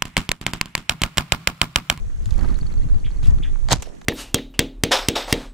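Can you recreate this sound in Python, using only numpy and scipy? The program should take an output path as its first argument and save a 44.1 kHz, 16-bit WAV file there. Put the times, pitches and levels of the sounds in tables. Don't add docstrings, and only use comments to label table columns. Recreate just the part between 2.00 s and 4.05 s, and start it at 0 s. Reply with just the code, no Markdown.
import sys
import numpy as np
from scipy import signal
from scipy.io import wavfile
from scipy.ndimage import uniform_filter1d

SR = 44100
rng = np.random.default_rng(int(sys.argv[2]) if len(sys.argv) > 2 else 0)


def attenuation_scalar(level_db):
    decades = np.asarray(level_db, float) / 20
    return 10 ** decades


def master(y):
    cut = np.clip(np.atleast_2d(y).T, -1, 1)
    pcm = np.round(cut * 32767)
    wavfile.write(sys.argv[1], SR, pcm.astype(np.int16))


N = 90404
CAMERA_PAN_DB = -2.5


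def evened(x):
    return x / np.sqrt(np.mean(x ** 2) + 1e-20)


def steadied(x, size):
    power = uniform_filter1d(x.mean(0) ** 2, size=size)
    return evened(x / power.clip(1e-4) ** 0.48)


def read(points, hz):
    point_hz, value = np.transpose(points)
    return np.interp(np.log(hz + 1), np.log(point_hz + 1), value)


def curve(table, column):
    rows = np.array(table)
    return np.interp(np.arange(N) / SR, rows[:, 0], rows[:, column])


def add(mix, start_s, sound):
    part = mix[:, round(start_s * SR):][:, :sound.shape[1]]
    part += sound[:, :part.shape[1]]


def panned(x, db):
    return x * attenuation_scalar(np.array([db / 2, -db / 2]).reshape(2, -1))


def resonate(x, hz, width):
    pole = np.exp((2j * np.pi * hz - np.pi * width) / SR)
    return 2 * signal.lfilter([1 - abs(pole)], [1, -pole], x).real


def noise(colour, likeness, size, patchy_db, flicker_db):
    hz = np.fft.rfftfreq(size, 1 / SR)
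    a, b, c, d, patches = rng.standard_normal((4 * N // size + 5, len(hz), 5)).T
    patches = uniform_filter1d(patches, size=8, axis=0)
    patches = evened(uniform_filter1d(patches, size=5, axis=1))
    flicker = evened(uniform_filter1d(rng.standard_normal(a.shape[1]), size=3))
    like = np.clip(read(likeness, hz), -1, 1)[:, None]
    left = a + 1j * b
    right = like * left + np.sqrt(1 - like ** 2) * (c + 1j * d)
    level_db = read(colour, hz)[:, None] + patchy_db * patches + flicker_db * flicker
    bins = np.array([left, right]) * attenuation_scalar(level_db)
    return evened(signal.istft(bins, nperseg=size, noverlap=3 * size // 4)[1][:, :N])


# start_s [s], force_db [dB], pan_db [dB], roar_db [dB over force]
WIND_GUSTS = [(0, -30.5, 6, -17.5), (.1, -37, -5, -8.5), (.19, -32.5, 7.5, -19), (.34, -23.5, -13, -17),
              (.44, -25.5, -10, -2), (.52, -24, -8.5, -9), (.58, -27.5, -9.5, -11.5),
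              (.65, -28.5, -6.5, -11), (.72, -24, -4.5, -13.5), (.79, -24, -9.5, -16),
              (.84, -27.5, -1.5, -12.5), (.91, -21.5, -6, -21), (.97, -28.5, 10.5, -15),
              (1.02, -28, 1, -16.5), (1.29, -20, 1, -19), (1.39, -21.5, -4, -19.5), (1.7, -29, -6.5, -18.5),
              (2.05, -54.5, -8.5, 8.5)]
# pitch_hz [Hz], level_db [dB per Hz]
RUMBLE_COLOUR = [(8.8, -82), (15, 11.5), (39, -2), (80, -14.5), (210, -31), (333, -43), (486, -41),
                 (900, -50.5), (1170, -50), (1980, -120)]
# pitch_hz [Hz], level_db [dB per Hz]
ROAR_COLOUR = [(60, -10), (150, 0), (350, -5.5), (800, -24.5), (2000, -27.5), (5000, -54)]
# pitch_hz [Hz], level_db [dB per Hz]
GRASS_COLOUR = [(180, -57), (300, -4.5), (2700, -24.5), (4510, -27), (4890, -31), (6170, -22.5),
                (10800, -34.5), (12800, -38), (15600, -75)]
# pitch_hz [Hz], likeness [-1 to 1]
PORT_LIKENESS = [(60, -0.57), (180, -0.15), (550, -0.97), (1650, -0.27), (4970, 0.069), (15000, 1)]


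def wind():
    force_db = curve(WIND_GUSTS, column=1)
    rumble_colour = [(5, -60)] + list(RUMBLE_COLOUR) + [(2000, -102)]
    rumble = noise(rumble_colour, PORT_LIKENESS, size=4096, patchy_db=1.5, flicker_db=5.5)
    rumble = steadied(rumble, size=2500) * attenuation_scalar(force_db + 7.5)
    roar = noise(ROAR_COLOUR, PORT_LIKENESS, size=512, patchy_db=4.5, flicker_db=2.5)
    roar = steadied(roar, size=1500) * attenuation_scalar(force_db + curve(WIND_GUSTS, column=3))
    grass_colour = [(100, -41)] + list(GRASS_COLOUR)
    hiss = noise(grass_colour, PORT_LIKENESS, size=256, patchy_db=1.2, flicker_db=0.5)
    hiss = hiss * attenuation_scalar(-49 + 0.15 * (force_db + 23))
    return panned(rumble, curve(WIND_GUSTS, column=2)) + panned(roar + hiss, CAMERA_PAN_DB)


# start_s [s], level_db [dB], pitch_hz [Hz], length_s [s], pan_db [dB]
PORT_PUFFS = [(0.03, -31.5, 70, 0.07, 6), (0.161, -34.5, 91, 0.037, 11.5), (0.208, -33, 139, 0.025, 4),
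              (0.248, -25, 88, 0.046, 13.5), (.415, -32, 221.6, 0.038, -18),
              (0.503, -31, 202.5, 0.023, -15), (0.608, -28, 110, 0.03, 15), (0.638, -22, 104, 0.023, 7.5),
              (.765, -20.5, 60.4, 0.038, -3), (0.818, -26.5, 108.7, 0.035, 6),
              (0.842, -23, 99.4, 0.034, -1.5), (0.953, -22.5, 73.4, 0.033, 12.5),
              (1.003, -34, 99, 0.026, 5), (1.05, -30.5, 96, 0.036, 15), (1.097, -39, 102, 0.034, 3),
              (1.173, -36, 77, 0.047, -8), (1.225, -22.5, 80, 0.03, 6), (1.275, -24, 81, 0.027, 18),
              (1.36, -23, 93, 0.026, -4), (1.39, -21.5, 115, 0.026, 1), (1.51, -33, 130, .04, -0.5),
              (1.775, -23.5, 58, 0.029, 5), (1.872, -62, 300, 0.028, 0), (1.889, -52, 433, 0.021, -6)]


def puffs():
    out = np.zeros((2, N))
    for start_s, level_db, pitch_hz, length_s, pan_db in PORT_PUFFS:
        a, b, c = rng.random(3)
        u = np.arange(0, 1, 1 / (length_s * SR))
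        uneven = u + 0.062 * np.sin(2 * np.pi * (u + c))
        port_lag = np.array([[a], [a + 0.51 * b]])
        turn = 2 * np.pi * (pitch_hz * length_s * uneven + port_lag)
        swing = np.sin(turn) + 0.18 * np.sin(2 * turn + 1)
        add(out, start_s, panned(np.sin(np.pi * u) ** 2 * swing * attenuation_scalar(level_db + 3.5), pan_db))
    return out


# length_s [s], level_db [dB], pitch_hz [Hz], width_hz [Hz]
BRUSH_STROKES = [
    (0.59, -54, 4400, 8400),
    (0.029, -38, 750, 730),
    (0.051, -40.5, 730, 1200),
    (0.063, -45, 1100, 830),
    (0.089, -45.5, 4700, 7300),
    (0.091, -47, 2600, 6100),
    (0.13, -45, 393, 440),
]
STROKE_STARTS = [.2, .384, .428, .49, 1.225, 1.82, 1.84]


def brushes():
    out = np.zeros((2, N))
    for start_s, (length_s, level_db, pitch_hz, width_hz) in zip(STROKE_STARTS, BRUSH_STROKES):
        u = np.arange(SR) / (length_s * SR)
        lumps, both, left, right = rng.standard_normal((4, SR))
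        grain = attenuation_scalar(4.5 * evened(uniform_filter1d(lumps, size=120)))
        rub = (both + .7 * np.array([left, right])) * grain
        rub = evened(resonate(resonate(rub, pitch_hz, width_hz), pitch_hz, width_hz))
        swell = np.sin(np.pi * u.clip(0, 1) ** 0.66)
        add(out, start_s, panned(rub * swell * attenuation_scalar(level_db), CAMERA_PAN_DB))
    return out


# pitch_hz [Hz], width_hz [Hz], level_db [dB]
HOUSING_DULL = [(706, 400, 11), (1075, 1050, 4.5), (1910, 1070, 1.5)]
# pitch_hz [Hz], width_hz [Hz], level_db [dB]
HOUSING_MIDDLE = [(3370, 1480, -16), (4350, 910, -11)]
# pitch_hz [Hz], width_hz [Hz], level_db [dB]
HOUSING_BRIGHT = [(6600, 1180, 15.5), (8200, 1800, 4), (10880, 5300, -1.5)]


def housing_knocks(table, t60_s, wide):
    out, t = np.zeros((2, N)), np.arange(4096) / SR
    wake = attenuation_scalar(-28 - 60 * t / .05)
    shape = np.minimum(t / 0.00041, 1) * (attenuation_scalar(-60 * t / t60_s) + wake)
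    snap = 2 * np.exp(-((t - .0004) / .00003) ** 2)
    for start_s, level_db, bright_db, dull_db, *pan_db in table:
        burst = rng.standard_normal(len(t)) + .7 * rng.standard_normal((2, len(t)))
        strike = burst * shape + snap
        sound = 0
        for group, group_db in ((HOUSING_DULL, dull_db), (HOUSING_MIDDLE, 0), (HOUSING_BRIGHT, bright_db)):
            part = 0
            for k, (hz, width, gain_db) in enumerate(group):
                ring = resonate(resonate(strike, hz, width * wide), hz, width * wide)
                part = part + (-1) ** k * attenuation_scalar(gain_db) * ring
            sound = sound + attenuation_scalar(group_db) * part / abs(part).max()
        pan = pan_db[0] if pan_db else CAMERA_PAN_DB
        add(out, start_s, panned(sound * attenuation_scalar(level_db), pan))
    return signal.sosfilt(signal.butter(2, 430, "high", fs=SR, output="sos"), out)


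# start_s [s], level_db [peak dB], bright_db [dB], dull_db [dB]
GEAR_RATTLES = [(.2572, -33, -0.5, -8), (.2900, -50, -9, 14), (.3071, -29.5, -5.5, -32),
                (.333, -53, -6, 11), (.380, -46, 9, -8), (.3914, -36, -4, 4.5), (.4105, -43, -1, 8),
                (.4325, -47.5, 8.5, 14), (.4468, -41.5, -14, 16), (.4872, -42, -20, 2), (.501, -49, -6, 3),
                (.5425, -38, -4, -13), (.588, -43.5, 8, 9), (.630, -48, -2, 9), (.6648, -41, -20, -2),
                (.705, -50, -6, 6), (.739, -43, 2.5, 6), (.820, -47, 1, -12), (.853, -50, 0, -6),
                (.887, -58, -10, 17), (.897, -53, -15, 12), (.942, -51.5, -10, 12.5),
                (.985, -49.5, -8, 6.5), (1.105, -48, 3, 9), (1.120, -50.5, -10, 10), (1.229, -44, 3, 10.5),
                (1.305, -47.5, 9, -11), (1.3846, -40.5, -18, 4), (1.5572, -57.5, -10, 22.5),
                (1.950, -47.5, -2, -17), (2.0140, -41.5, -1.5, 5.5), (2.0170, -45.5, -6, 11.5),
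                (2.044, -45, 0, -8)]


def rattles():
    return housing_knocks(GEAR_RATTLES, t60_s=.012, wide=1.6)


CRICKET_PIPS = [-57, -37, -41, -38, -36, -31.5, -34.5, -39.5, -41, -42, -48, -44, -43, -46, -40, -43.5, -44,
                -50, -55]


def cricket():
    out = np.zeros((2, N))
    start_s, gap_s, slowing_s = .3378, .0541, .00008
    for k, level_db in enumerate(CRICKET_PIPS):
        a, b, c = rng.uniform(-1.4, 1, 3)
        length_s = 0.0099 * (1 + 0.28 * a)
        u = np.arange(0, 1, 1 / (length_s * SR))
        pitch_hz = 4670 * (1 + 0.023 * b - 0.16 * (1 + .5 * c) * u)
        pip = np.sin(np.pi * u ** .8) ** 2 * np.sin(2 * np.pi * np.cumsum(pitch_hz) / SR)
        add(out, start_s + k * gap_s + k * k * slowing_s, panned(pip * attenuation_scalar(level_db - 6), -2.7))
    return out


# start_s [s], level_db [dB], top_hz [Hz], push_db [dB at the top], scatter_db [dB]
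BIRD_CALLS = [
    (1.042, -42, 3900, -10, -3.5),
    (1.233, -44.5, 4090, 4, -1.5),
    (1.4226, -41, 3660, 12, 3),
]


def bird():
    length_s, top_at, scatter_t60_s = .029, 0.429, 0.16
    out, t, u = np.zeros((2, N)), np.arange(0, .2, 1 / SR), np.arange(0, 1, 1 / (length_s * SR))
    arch = np.interp(u, [0, top_at, 1], [.5, 1, 0.33])
    arch = uniform_filter1d(arch, size=130, mode="nearest")
    for start_s, level_db, top_hz, push_db, scatter_db in BIRD_CALLS:
        shake, wobble = (evened(uniform_filter1d(v, size=70))[:len(u)]
                         for v in rng.standard_normal((2, 4096)))
        turn = 2 * np.pi * np.cumsum(top_hz * arch * (1 + 0.023 * shake)) / SR
        whistle = np.sin(turn) + 0.025 * np.sin(2 * turn)
        call = np.sin(np.pi * u) ** 0.34 * attenuation_scalar(2.5 * wobble.clip(-2, 1)) * whistle
        push = attenuation_scalar(push_db * np.exp(-((u - top_at - .05) / 0.073) ** 2))
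        slope = rng.standard_normal(len(t)) + 0.15 * rng.standard_normal((2, len(t)))
        slope = slope * np.clip((t - .004) / 0.0013, 0, 1) * attenuation_scalar(-60 * t / scatter_t60_s)
        slope = slope / np.linalg.norm(slope[0])
        scatter = signal.fftconvolve(call[None], slope, axes=1)
        add(out, start_s, panned(call * push * attenuation_scalar(level_db), -0.88))
        add(out, start_s + .014, panned(call * attenuation_scalar(level_db - 12), -6))
        add(out, start_s, scatter * attenuation_scalar(level_db + scatter_db))
    return out


# start_s [s], roar_db [dB], thump_db [dB]
MUZZLE_SWELL = [
    (1.684, -59, -60),
    (1.700, -33.5, -46),
    (1.712, -22.5, -28),
    (1.727, -17.5, -21),
    (1.737, -27, -12),
    (1.747, -37, -29.5),
    (1.765, -41, -35),
    (1.79, -54, -39),
    (1.82, -35.5, -63),
]
# pitch_hz [Hz], level_db [dB per Hz]
MUZZLE_COLOUR = [(170, 2.5), (380, -13.5), (700, -3.5), (1700, -13.5), (4300, -11.5), (7000, -13.5),
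                 (11000, -31)]


def blast():
    t = np.arange(N) / SR
    fade_in = np.clip((t - MUZZLE_SWELL[0][0]) / 0.005, 0, 1)
    fade_out = np.clip((MUZZLE_SWELL[-1][0] - t) / 0.016, 0, 1)
    likeness = [(200, 0.87), (9000, 0.11)]
    roar = noise(MUZZLE_COLOUR, likeness, size=256, patchy_db=-1.0, flicker_db=4.5)
    roar = panned(roar * attenuation_scalar(curve(MUZZLE_SWELL, column=1) + 3), -0.68)
    late = t - 1.7355
    sagging_hz = 128 - 310 * late.clip(-.05, .05)
    port_phase = np.array([[0], [.3]])
    thump = np.cos(2 * np.pi * late * sagging_hz + port_phase) * attenuation_scalar(curve(MUZZLE_SWELL, column=2))
    return fade_in * fade_out * (roar + thump)


# start_s [s], level_db [dB], bright_db [dB], dull_db [dB], pan_db [dB]
SHOT_CRACKS = [
    (1.6867, -19, -7.5, -2, 0.5),
    (1.6925, -39, -3, 13, -3),
    (1.6978, -32, -4, 1, -10),
    (1.7081, -13, -20, 1, -1),
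    (1.7143, -19, -11, -13, -2),
    (1.7187, -6.5, -17, -6.5, 7.5),
    (1.7225, -25, 8, -21, 2),
    (1.7250, -12.5, 6.5, -6.5, -17.5),
    (1.7295, -3.5, 1.5, -0.5, 1),
    (1.7430, -32, -1, -11, 0),
]


def cracks():
    return housing_knocks(SHOT_CRACKS, t60_s=.005, wide=1.1)


# start_s [s], pitch_hz [Hz], level_db [dB], rise_s [s], t60_s [s]
STEEL_RINGS = [
    (1.696, 7900, -36, .026, .03),
    (1.826, 5500, -58, .02, .3),
]


def steel():
    out, t = np.zeros((2, N)), np.arange(SR // 3) / SR
    for start_s, pitch_hz, level_db, rise_s, t60_s in STEEL_RINGS:
        shape = np.minimum(t / rise_s, 1) * attenuation_scalar(level_db - 60 * np.maximum(t - rise_s, 0) / t60_s)
        flutter = 1 + 0.98 * evened(uniform_filter1d(rng.standard_normal(len(t)), size=150))
        add(out, start_s, panned(shape * flutter * np.sin(2 * np.pi * pitch_hz * t), -16.5))
    return out


HOLLOW_KNOCKS = [
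    -35,
    -17,
    -8.5,
    -15.5,
]
# pitch_hz [Hz], width_hz [Hz], level_db [dB]
HOLLOW_RESONANCES = [(586, 330, 4.5), (937, 234, 1.5)]


def hollow_stutter():
    out, t = np.zeros((2, N)), np.arange(2048) / SR
    start_s, gap_s = 1.6981, .0107
    ring = 0
    for pitch_hz, width_hz, level_db in HOLLOW_RESONANCES:
        swell = t * width_hz * np.exp(1 - np.pi * width_hz * t)
        ring = ring + attenuation_scalar(level_db) * swell * np.sin(2 * np.pi * pitch_hz * t)
    ring = ring / abs(ring).max()
    for k, level_db in enumerate(HOLLOW_KNOCKS):
        add(out, start_s + k * gap_s, panned(ring * attenuation_scalar(level_db), -1.8))
    return out


# start_s [s], level_db [dB], bright_db [dB], dull_db [dB], pan_db [dB]
ACTION_SLAMS = [
    (1.8222, -26.5, 4.5, -21, -2),
    (1.8250, -35, -16, 3, -11),
]


def action():
    return housing_knocks(ACTION_SLAMS, t60_s=0.041, wide=3.84)


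def scene():
    hillside = wind() + puffs() + brushes() + rattles() + cricket() + bird()
    shot = blast() + cracks() + steel() + hollow_stutter() + action()
    return hillside + shot


def top_cut(x):
    return signal.sosfilt(signal.butter(12, 15710, fs=SR, output="sos"), x)


def record(dry):
    soft = signal.sosfilt(signal.butter(3, 12000, fs=SR, output="sos"), dry)
    return top_cut(np.clip(soft, -1, 1))


dry = scene()
out = record(dry)
master(out)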